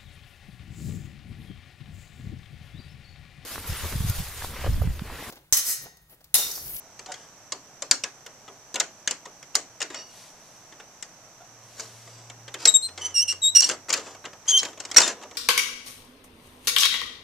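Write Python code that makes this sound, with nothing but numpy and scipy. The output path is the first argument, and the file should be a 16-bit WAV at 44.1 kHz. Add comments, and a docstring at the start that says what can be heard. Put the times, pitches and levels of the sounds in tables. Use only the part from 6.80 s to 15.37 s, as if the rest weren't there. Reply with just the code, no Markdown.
"""In a living room, a small plastic bin is hooked onto the lifter of a toy refuse truck on the carpet.
Its thin walls ring as they knock and slide, and the loose lifter rattles on. Then a knob works the
packer plate: dry plastic sticks and slips, which makes it squeak, and the plate rattles and finally
snaps over. Behind it all are a faint hiss and a low, distant drone."""
import sys
import numpy as np
from scipy import signal
from scipy.fft import rfft, irfft, next_fast_len
from scipy.io import wavfile

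SR = 44100
rng = np.random.default_rng(int(sys.argv[2]) if len(sys.argv) > 2 else 0)


def wav_record(signal):
    """Record a signal, one row per channel, as 16-bit PCM in the file named by sys.argv[1]."""
    frames = np.transpose(np.atleast_2d(signal))
    bounded = np.clip(frames, -1, 1)
    # unit amplitude maps onto the largest positive 16-bit level
    quanta = np.round(bounded * 32767).astype(np.int16)
    wavfile.write(sys.argv[1], SR, quanta)


N = 377937
PATHS = 6   # sound travels to the left and right microphone and to four walls
CUTOFF_HZ = 14300

# how strongly the plastic shell rings: (frequency [Hz], relative level [dB])
SHELL_LEVELS = [(170, -15), (300, 0), (620, 1), (950, 0), (1300, 1), (1700, 4.5), (2300, 1.5), (2800, 2),
                (3700, -0.5), (5300, 1), (7400, 3.5), (8400, -5.5), (9400, -19), (14000, -41)]
# balance of the two microphones: (frequency [Hz], left minus right [dB])
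MIC_BALANCE = [(100, -1), (3000, 0), (4800, -1), (5800, -4), (6500, 3), (7400, 13), (9000, 14), (14000, 20)]
# how alike left and right are: (frequency [Hz], direct sound [0-1], scattered sound [0-1])
MIC_LIKENESS = [(100, 1, 0.8), (596, 0.95, 0.96), (1930, 1, 0.6), (4300, 0.9, 0.0069), (6950, 0.67, 0),
                (13900, 0.062, 0.13)]


def from_db(db):
    """Turns decibels into a gain."""
    return 10 ** (np.asarray(db) / 20)


def rms_one(x):
    """Scales a signal to an average strength (rms) of 1."""
    return x / np.sqrt(np.mean(x ** 2) + 1e-20)


def at_hz(table, hz, column=1):
    """Reads between a table's rows on a log-frequency scale."""
    table = np.array(table)
    return np.interp(np.log(np.maximum(hz, 1)), np.log(table[:, 0]), table[:, column])


def add(out, start_s, sound):
    """Mixes a sound in at its start time, path by path."""
    i = max(round(start_s * SR), 0)
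    out[:, i:i + sound.shape[1]] += sound[:, :N - i]


def wander(size, per_s):
    """A random curve, about 1 in size, that takes a new direction per_s times a second."""
    steps = np.arange(size) * per_s / SR
    count = int(steps[-1]) + 2
    return np.interp(steps, np.arange(count), rng.standard_normal(count))


def panned(pan_db):
    """Left and right gains with an average power of 1."""
    gains = from_db(np.array([pan_db, -pan_db]) / 2)
    return gains / np.sqrt(np.mean(gains ** 2, axis=0))


def at_mics(hz, direct=False):
    """Random strengths and phases of waves at the two microphones, partly alike."""
    mid, side = rng.standard_normal((2, 2, len(hz))).transpose(0, 2, 1) @ [1, 1j]
    alike = np.clip(at_hz(MIC_LIKENESS, hz, column=1 if direct else 2), -1, 1)
    pair = np.sqrt(1 + alike) * mid + np.sqrt(1 - alike) * side * [[1], [-1]]
    return pair * panned(at_hz(MIC_BALANCE, hz)) / 2


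def radiated(hz):
    """Random strengths and phases of waves on every path; each wall gets its own mix."""
    walls = rng.standard_normal((PATHS - 2, len(hz), 2)) @ [1, 1j] / np.sqrt(2)
    return np.vstack([at_mics(hz, direct=True), walls])


def tone(phase, hz):
    """One pure tone, shifted in phase along each path."""
    lag = np.arccos(np.clip(at_hz(MIC_LIKENESS, hz), -1, 1))
    shifts = np.r_[0, lag, rng.uniform(0, 2 * np.pi, PATHS - 2)]
    gains = np.r_[panned(at_hz(MIC_BALANCE, hz)), np.ones(PATHS - 2)]
    return np.sqrt(2) * gains[:, None] * np.sin(phase + shifts[:, None])


def air_and_hiss(air_db=-53.5, hiss_db=-55, hiss_hz=5940, width_hz=680, white_db=-63):
    """Soft room air, plus the microphones' own noise: a narrow hiss over even, white noise."""
    # tone colour of the room air: (frequency [Hz], relative level [dB])
    air_colour = [(30, -5.5), (70, -6), (125, 3), (190, 0), (400, -3), (650, 2.5), (1200, -2.5),
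                  (2200, -7.5), (3600, -12.5), (5000, -9.5), (7600, -7.5), (9000, -22), (14000, -38)]
    size = next_fast_len(N, True)
    hz = np.fft.rfftfreq(size, 1 / SR)
    air = rms_one(irfft(at_mics(hz) * from_db(at_hz(air_colour, hz)), size)[:, :N])
    band = 1 / np.sqrt(1 + (2 * (hz - hiss_hz) / width_hz) ** 6)
    hiss = irfft(rfft(rng.standard_normal((2, size))) * band, size)[:, :N]
    hiss = rms_one(hiss) * panned(pan_db=-7)[:, None]
    white = rng.standard_normal((2, N))
    return from_db(air_db) * air + from_db(hiss_db) * hiss + from_db(white_db) * white


def drone():
    """A low, distant tone that drifts in pitch and loudness."""
    # course of the drone: (time [s], pitch [Hz], level [dB])
    course = [(4.2, 116.5, -76), (5.1, 115, -55.5), (5.65, 116.5, -52.5), (5.8, 124.7, -59),
              (5.95, 82, -70), (6.15, 93, -56), (6.5, 93.4, -56.5), (6.9, 100, -61.5), (8.57, 103, -71)]
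    times, pitch, level_db = np.transpose(course)
    t = np.arange(N) / SR
    phase = 2 * np.pi * np.cumsum(np.interp(t, times, pitch)) / SR
    return np.sqrt(2) * np.sin(phase) * from_db(np.interp(t, times, level_db) + wander(N, per_s=8))


def room(toward_walls, build_up_s=0.0034, bands=10):
    """Each wall sends back a wash of echoes that builds up fast and dies sooner in the treble."""
    # the room's echo: (frequency [Hz], time to fade by 60 dB [s], level [dB])
    echo = [(150, 0.63, -4), (400, 0.23, 1.5), (1020, 0.21, -3), (2470, 0.23, -8.5), (6000, 0.22, -12.5),
            (12000, 0.17, -12)]
    size = SR // 2
    hz, t = np.fft.rfftfreq(size, 1 / SR), np.arange(size) / SR
    scattered = np.array([at_mics(hz) for wall in toward_walls]) / np.sqrt(len(toward_walls))
    build_up = 1 - np.exp(-(t / build_up_s) ** 2)
    centres = np.geomspace(120, 13000, bands)
    response = 0
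    for k, centre in enumerate(centres):
        band = np.interp(np.log(hz + 1), np.log(centres), np.arange(bands) == k)
        decay = rms_one(from_db(-60 * t / at_hz(echo, centre)) * build_up)
        gain = from_db(at_hz(echo, centre, column=2))
        response = response + irfft(scattered * band, size) * decay * gain
    return signal.oaconvolve(toward_walls[:, None], response, axes=2).sum(axis=0)[:, :N]


def rubs(low_hz=2500, high_hz=8200):
    """Fine rubbing makes a smooth, bright hiss that swells and fades with each stroke."""
    # cloth on the carpet, the plate in its guides: (time [s], length [s], level [dB])
    strokes = [(3.258, 0.29, -53.5), (3.42, 0.55, -63.5), (4.76, .66, -56)]
    out = np.zeros((PATHS, N))
    for start_s, length_s, level_db in strokes:
        size = int(length_s * SR)
        hz = np.fft.rfftfreq(size, 1 / SR)
        hiss = irfft(radiated(hz) * hz / (hz + low_hz) / np.sqrt(1 + (hz / high_hz) ** 6), size)
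        swell = np.sin(np.linspace(0, np.pi, size))
        add(out, start_s, from_db(level_db) * rms_one(hiss * swell))
    return out


def thump(start_s=8.172, hz=55, level_db=-45, fade_s=0.19):
    """A low, quickly dying thump under the loudest snap."""
    out, t = np.zeros((2, N)), np.arange(SR // 4) / SR
    low_tone = np.sin(2 * np.pi * hz * t) * from_db(level_db - 60 * t / fade_s)
    add(out, start_s, low_tone[None])
    return out


def lifter(start_s=3.146, rattle_per_s=220, rattle_depth=1.3, build_up_s=.03):
    """The bin drops into its hooks and the loose lifter rattles, keeping a few tones ringing unevenly."""
    # the lifter's tones: (pitch [Hz], level [dB], time to fade by 60 dB [s])
    lifter_tones = [(361, -52, 0.33), (2850, -43, 0.48), (2918, -40, 0.22), (4560, -38, 0.41),
                    (5500, -32, 0.32), (5622, -35, 0.27), (5850, -35.5, 0.4), (7600, -60, .35)]
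    out, t = np.zeros((PATHS, N)), np.arange(SR // 2) / SR
    build_up = 1 - np.exp(-t / build_up_s)   # the rattle takes a moment to feed the tones
    for hz, level_db, fade_s in lifter_tones:
        shake = 1 + rattle_depth * (wander(len(t), rattle_per_s) + 1j * wander(len(t), rattle_per_s))
        decay = from_db(level_db - 60 * t / fade_s) * rms_one(np.abs(shake)) / np.sqrt(2)
        add(out, start_s, build_up * decay * tone(2 * np.pi * hz * t + np.angle(shake), hz))
    return out


def shell_modes(count=280):
    """A thin plastic shell has many fading tones of its own, called modes."""
    # how long the plastic rings: (frequency [Hz], time to fade by 60 dB [s])
    ring_times = [(200, 0.16), (600, 0.053), (1500, 0.042), (3000, 0.036), (7000, 0.023), (14000, 0.00806)]
    hz = (np.linspace(np.sqrt(150), np.sqrt(CUTOFF_HZ), count) + rng.uniform(-.2, .2, count)) ** 2
    fade_s = at_hz(ring_times, hz)[:, None]
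    t = np.arange(SR // 14) / SR
    waves = np.exp(2j * np.pi * hz[:, None] * t) * from_db(-60 * t / fade_s) / np.sqrt(fade_s)
    height = from_db(at_hz(SHELL_LEVELS, hz)) * hz ** .25   # modes further apart each carry more
    band = np.digitize(hz, [1300, 4000])   # low: hollow body, middle: walls, high: edges
    return hz, waves * height[:, None], band


def band_levels(level_db, hardness_db, hollowness_db):
    """Body, wall and edge levels: a hard hit favours the edges, a broad one the hollow body."""
    return level_db + np.array([hollowness_db, 0, hardness_db])


def ring_shell(modes, force, levels_db, length_s):
    """A force at a random spot rings the shell; each band's level is its average over length_s."""
    hz, waves, band = modes
    strengths, out = radiated(hz), 0
    for k, level_db in enumerate(levels_db):
        response = (strengths[:, band == k] @ waves[band == k]).real
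        sound = signal.fftconvolve(response, np.atleast_2d(force), axes=1)
        # a mode gives off little sound below its own band
        pole = np.exp(-np.pi * hz[band == k].min() / SR)
        sound = signal.lfilter([1, -2, 1], [1, -2 * pole, pole ** 2], sound)
        sound = np.vstack([rms_one(sound[:2]), rms_one(sound[2:])])
        out = out + from_db(level_db) * sound * np.sqrt(length_s * SR / sound.shape[1])
    return out


def slides(modes, catches_per_s=1500, spread_db=2.5):
    """Sliding parts catch on each other many times a second, more weakly as they come to rest."""
    # plastic sliding on plastic: (time [s], length [s], level [dB], hardness [dB], hollowness [dB])
    moves = [(0.274, 0.24, -60, 3.5, -2.5), (3.099, 0.15, -52, 0, -4), (4.96, 0.14, -55, 7, -1.5),
             (5.239, 0.29, -64, 6.5, -2), (5.781, 0.11, -49, 5, -2), (6.172, 0.17, -51, 3, -2.5),
             (6.797, 0.16, -46.5, 11.5, -4), (7.119, 0.11, -44, 3.5, -1), (7.213, 0.15, -54.5, 3, 1),
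             (7.657, 0.29, -51.5, 5, -1), (8.179, 0.16, -36, 4.5, -5.5), (8.321, 0.19, -62, -18, 7)]
    out = np.zeros((PATHS, N))
    for start_s, length_s, *contact in moves:
        size = int(length_s * SR)
        progress = np.linspace(0, 1, size)
        catches = (rng.random(size) < catches_per_s / SR) * from_db(spread_db * rng.standard_normal(size))
        force = catches * rng.choice([-1, 1], size) * np.sqrt(progress) * (1 - progress)
        add(out, start_s, ring_shell(modes, force, band_levels(*contact), length_s))
    return out


def knocks(modes, contacts, first_touch=0.68, rebound=1.06, rebounds=9, bounce_s=.009, bounce_db=-21):
    """A knock is a first touch, a quick chatter of rebounds and one small bounce."""
    trim_db = (-1.5, -.5, .5)   # body, walls, edges
    out, size = np.zeros((PATHS, N)), SR // 50
    for start_s, level_db, hardness_db, hollowness_db in contacts:
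        force = np.zeros((PATHS, size))
        chatter_s = .0062 * .5 ** (hardness_db / 18)   # a harder hit chatters for less time
        delay = (np.arange(rebounds) + rng.random(rebounds)) / rebounds
        rebound_at = np.clip(delay * chatter_s * SR, 1, size - 1).astype(int)
        # rebounds land on other spots, so each path weighs them its own way
        weights = rng.uniform(-1.01, 1, (PATHS, rebounds))
        weights[1] = weights[0]   # both microphones lie in one direction
        force[:, rebound_at] = rebound * weights * np.exp(-delay)
        force[:, 0] = first_touch
        bounce_at = int(bounce_s * (.5 + rng.random()) * SR)
        force[:, bounce_at] += from_db(bounce_db)
        levels_db = band_levels(level_db, hardness_db, hollowness_db) + trim_db
        add(out, start_s, ring_shell(modes, force, levels_db, length_s=.01))
    return out


def knob_ticks(modes, per_s=12, level_db=-49.5, spread_db=1.5, hardness_db=-2, hollowness_db=2.5):
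    """Loose parts tick faintly at uneven times while the knob is turned."""
    # turns of the knob: (start [s], end [s])
    turns = [(5.25, 5.32), (7.25, 8.6), (7.88, 9), (8.38, 8.54)]
    ticks = []
    for start_s, end_s in turns:
        for slot_s in np.arange(start_s, end_s, 1 / per_s):
            time_s = slot_s + rng.random() / per_s
            tick_db = level_db + spread_db * rng.standard_normal()
            if time_s < (N - 1) / SR:
                ticks.append((time_s, tick_db, hardness_db, hollowness_db))
    return knocks(modes, ticks)


def bin_and_plate(modes):
    """The bin knocks against the lifter; later the packer plate rattles and snaps over."""
    # plastic hitting plastic: (time [s], level [dB], hardness [dB], hollowness [dB])
    hits = [(0.193, -44, 3.5, -3.5), (0.2603, -46, 4, -1.5), (0.319, -38.5, 3.5, -11),
            (0.34, -41.5, 0, -15), (0.721, -35.5, 8.5, 0), (1.0213, -37.5, 8.5, 1), (1.1114, -22, 11, -9.5),
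            (1.2371, -28.5, 3, -8.5), (1.4631, -42, -1, -5.5), (1.6791, -45, -8, 3), (1.9422, -38.5, 8, 1),
            (1.9574, -28, -.5, -5.5), (1.9996, -27.5, 9, -12), (2.0036, -27, -1.5, -5),
            (2.275, -24.5, 3, -13.5), (2.3096, -32, 7.5, -6.5), (2.455, -43.5, 0, 3), (2.6278, -47, 2, -8),
            (2.746, -40, -5, -5), (2.7532, -25.5, 10, -6), (3.004, -36.5, 3.5, -3),
            (3.0163, -27.5, -1.5, -14), (3.025, -38, 9.5, 0), (3.102, -42, -2.5, 1.5),
            (3.1444, -37.5, 1, -4.5), (3.9227, -48, -6.5, -1), (3.9989, -44, -7.5, -3),
            (4.225, -40.5, 7, -11), (4.9963, -41, 6.5, -2), (5.0044, -52, 18.5, -8), (5.499, -42, -2, -3.5),
            (5.679, -41, -4.5, -4), (5.7416, -33, -3.5, -6.5), (5.8543, -22, 11, -8),
            (5.8724, -34.5, 12, -9), (6.0864, -46, -4, -3), (6.1766, -38, -0.5, -3.5),
            (6.524, -41.5, 9, -3.5), (6.8056, -39.5, 22, -18), (6.8207, -36, 11.5, -5.5),
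            (6.8898, -35.5, 10.5, -2), (6.8974, -27, 0, -6), (6.9121, -32, .5, -1), (7.0849, -40, -4, 2.5),
            (7.093, -37, 6, -1), (7.1026, -29, 5, -5), (7.1276, -28, 8.5, -10), (7.1369, -24, 3, -13),
            (7.174, -44, 9, 5), (7.4413, -43, -13.5, 2.5), (7.453, -36, -3.5, -4), (7.8308, -33.5, 4.5, -3),
            (7.8509, -34.5, 0.5, -4.5), (8.0017, -40, 7, -6), (8.051, -40, 4.5, -5.5), (8.1137, -35, 4, -7),
            (8.1441, -37, 3, -5.5), (8.163, -18.5, 0, -12.5), (8.1694, -25.5, 13, -2),
            (8.1807, -15, 6.5, -8), (8.203, -27.5, 9.5, 0.5), (8.2162, -26.5, 6.5, -5.5),
            (8.2776, -30.5, 5.5, -3)]
    return knocks(modes, hits)


def squeaks(waver=0.0059, jitter=.05, flutter_db=10.5, rasp_db=-13, between_db=-4, gain_db=4.5):
    """Rubbed plastic sticks and slips at a pitch that bends with pressure; uneven slips add a rasp."""
    # two low, faint squeaks of fingers on plastic, then high squeaking joints:
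    # (time [s], length [s], pitch [Hz], level before gain [dB], octave over base tone [dB],
    # roughness [about 0-1], pitch drop under pressure [share])
    plastic_squeaks = [(0.266, 0.063, 749.6, -49, -11, 0.7, -0.067),
                       (4.602, 0.029, 697, -56, -6, 0.5, 0.003),
                       (5.871, 0.035, 3808, -17, 6.5, 0.2, 0.0066),
                       (5.938, 0.04, 3780, -17.5, 7, 0.05, 0.022),
                       (6.02, 0.058, 4140, -33.5, -1.5, 0.13, 0.00051),
                       (6.21, 0.032, 3005, -40, 1, 0.38, -.015),
                       (6.24, 0.039, 3014, -33, 6.5, 0.37, -0.0024),
                       (6.341, 0.094, 2776, -25, 12, 0.2, .06),
                       (6.417, 0.029, 3016, -28.5, 11, 0.09, -0.026),
                       (6.476, 0.049, 2784, -28.5, 6.5, 0.4, 0.045),
                       (6.617, 0.093, 3768, -24, -0.5, 0.09, 0.04),
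                       (6.749, 0.036, 2838, -15, 17, 0.34, 0.015),
                       (6.772, 0.042, 2815, -21.5, 13.5, 0.2, .005),
                       (6.816, 0.034, 2970, -29, 6, 1.06, -0.011),
                       (6.839, 0.018, 2814, -24.5, 22, 0.14, -0.014),
                       (7.677, 0.053, 3233, -24, 7.5, 0.48, -.035),
                       (7.717, 0.084, 3130, -23.5, -8.5, 0.08, 0.00034),
                       (7.766, 0.02, 3236, -23, 2, 0.27, -0.023),
                       (7.781, 0.03, 2850, -32.5, 27, 0.92, 0.0049),
                       (8.167, 0.013, 2816, -10.5, 30, 0.28, 0.014),
                       (8.221, 0.037, 3595, -29.5, 2.5, 0.28, .007)]
    # higher overtones: (frequency [Hz], level relative to the squeak [dB])
    overtones = [(2000, -21), (8400, -11.5), (9500, -23.5), (11300, -25.5), (15000, -39)]
    out = np.zeros((PATHS, N))
    for start_s, length_s, pitch_hz, level_db, bright_db, rough, sag in plastic_squeaks:
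        size = int(length_s * SR)
        arch = np.interp(np.linspace(0, 1, size), [0, .46, 1], [0, .5, 1])   # peaks just before halfway
        pressure = np.abs(np.sin(np.pi * arch)) ** .82
        pitch = pitch_hz * (1 + sag * (1 - pressure))
        pitch *= 1 + waver * wander(size, per_s=160) + jitter * rough * wander(size, per_s=1100)
        phase = 2 * np.pi * np.cumsum(pitch) / SR
        base_db = level_db - 10 * np.log10(1 + from_db(bright_db) ** 2)   # shares power with the octave
        octave_db = base_db + bright_db
        partials = [(1, from_db(base_db)), (2, from_db(octave_db))]
        partials += [(k, from_db(level_db + at_hz(overtones, k * pitch_hz))) for k in range(3, 6)]
        # in a rough squeak strong and weak slips take turns, adding tones between the overtones
        partials += [(k + .5, from_db(octave_db + between_db) * rough ** 2 / k) for k in (1, 2)]
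        sound = 0
        for k, height in partials:
            envelope = rms_one(pressure * from_db(flutter_db * rough * wander(size, per_s=450)))
            sound = sound + height * envelope * tone(k * phase, k * pitch_hz)
        hz = np.fft.rfftfreq(size, 1 / SR)
        rasp_colour = from_db(at_hz(SHELL_LEVELS, hz)) * (hz / (hz + pitch_hz)) ** 2
        rasp = rms_one(irfft(radiated(hz) * rasp_colour, size))
        sound = sound + from_db(octave_db + rasp_db) * 2 * rough * rms_one(pressure) * rasp
        add(out, start_s, from_db(gain_db) * sound)
    return out


def scene():
    """The toy close by, its echo in the room and the background."""
    modes = shell_modes()
    background = air_and_hiss() + drone()
    toy = bin_and_plate(modes) + slides(modes) + rubs() + lifter() + squeaks() + knob_ticks(modes)
    direct, toward_walls = toy[:2], toy[2:]
    return direct + thump() + room(toward_walls) + background


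def record(dry):
    """The loudest snaps overload and are rounded off; the highest treble is cut."""
    limited = dry / (1 + dry ** 8) ** (1 / 8)
    low_pass = signal.ellip(10, .1, 80, CUTOFF_HZ, fs=SR, output="sos")
    return signal.sosfilt(low_pass, limited)


dry = scene()
out = record(dry)
wav_record(out)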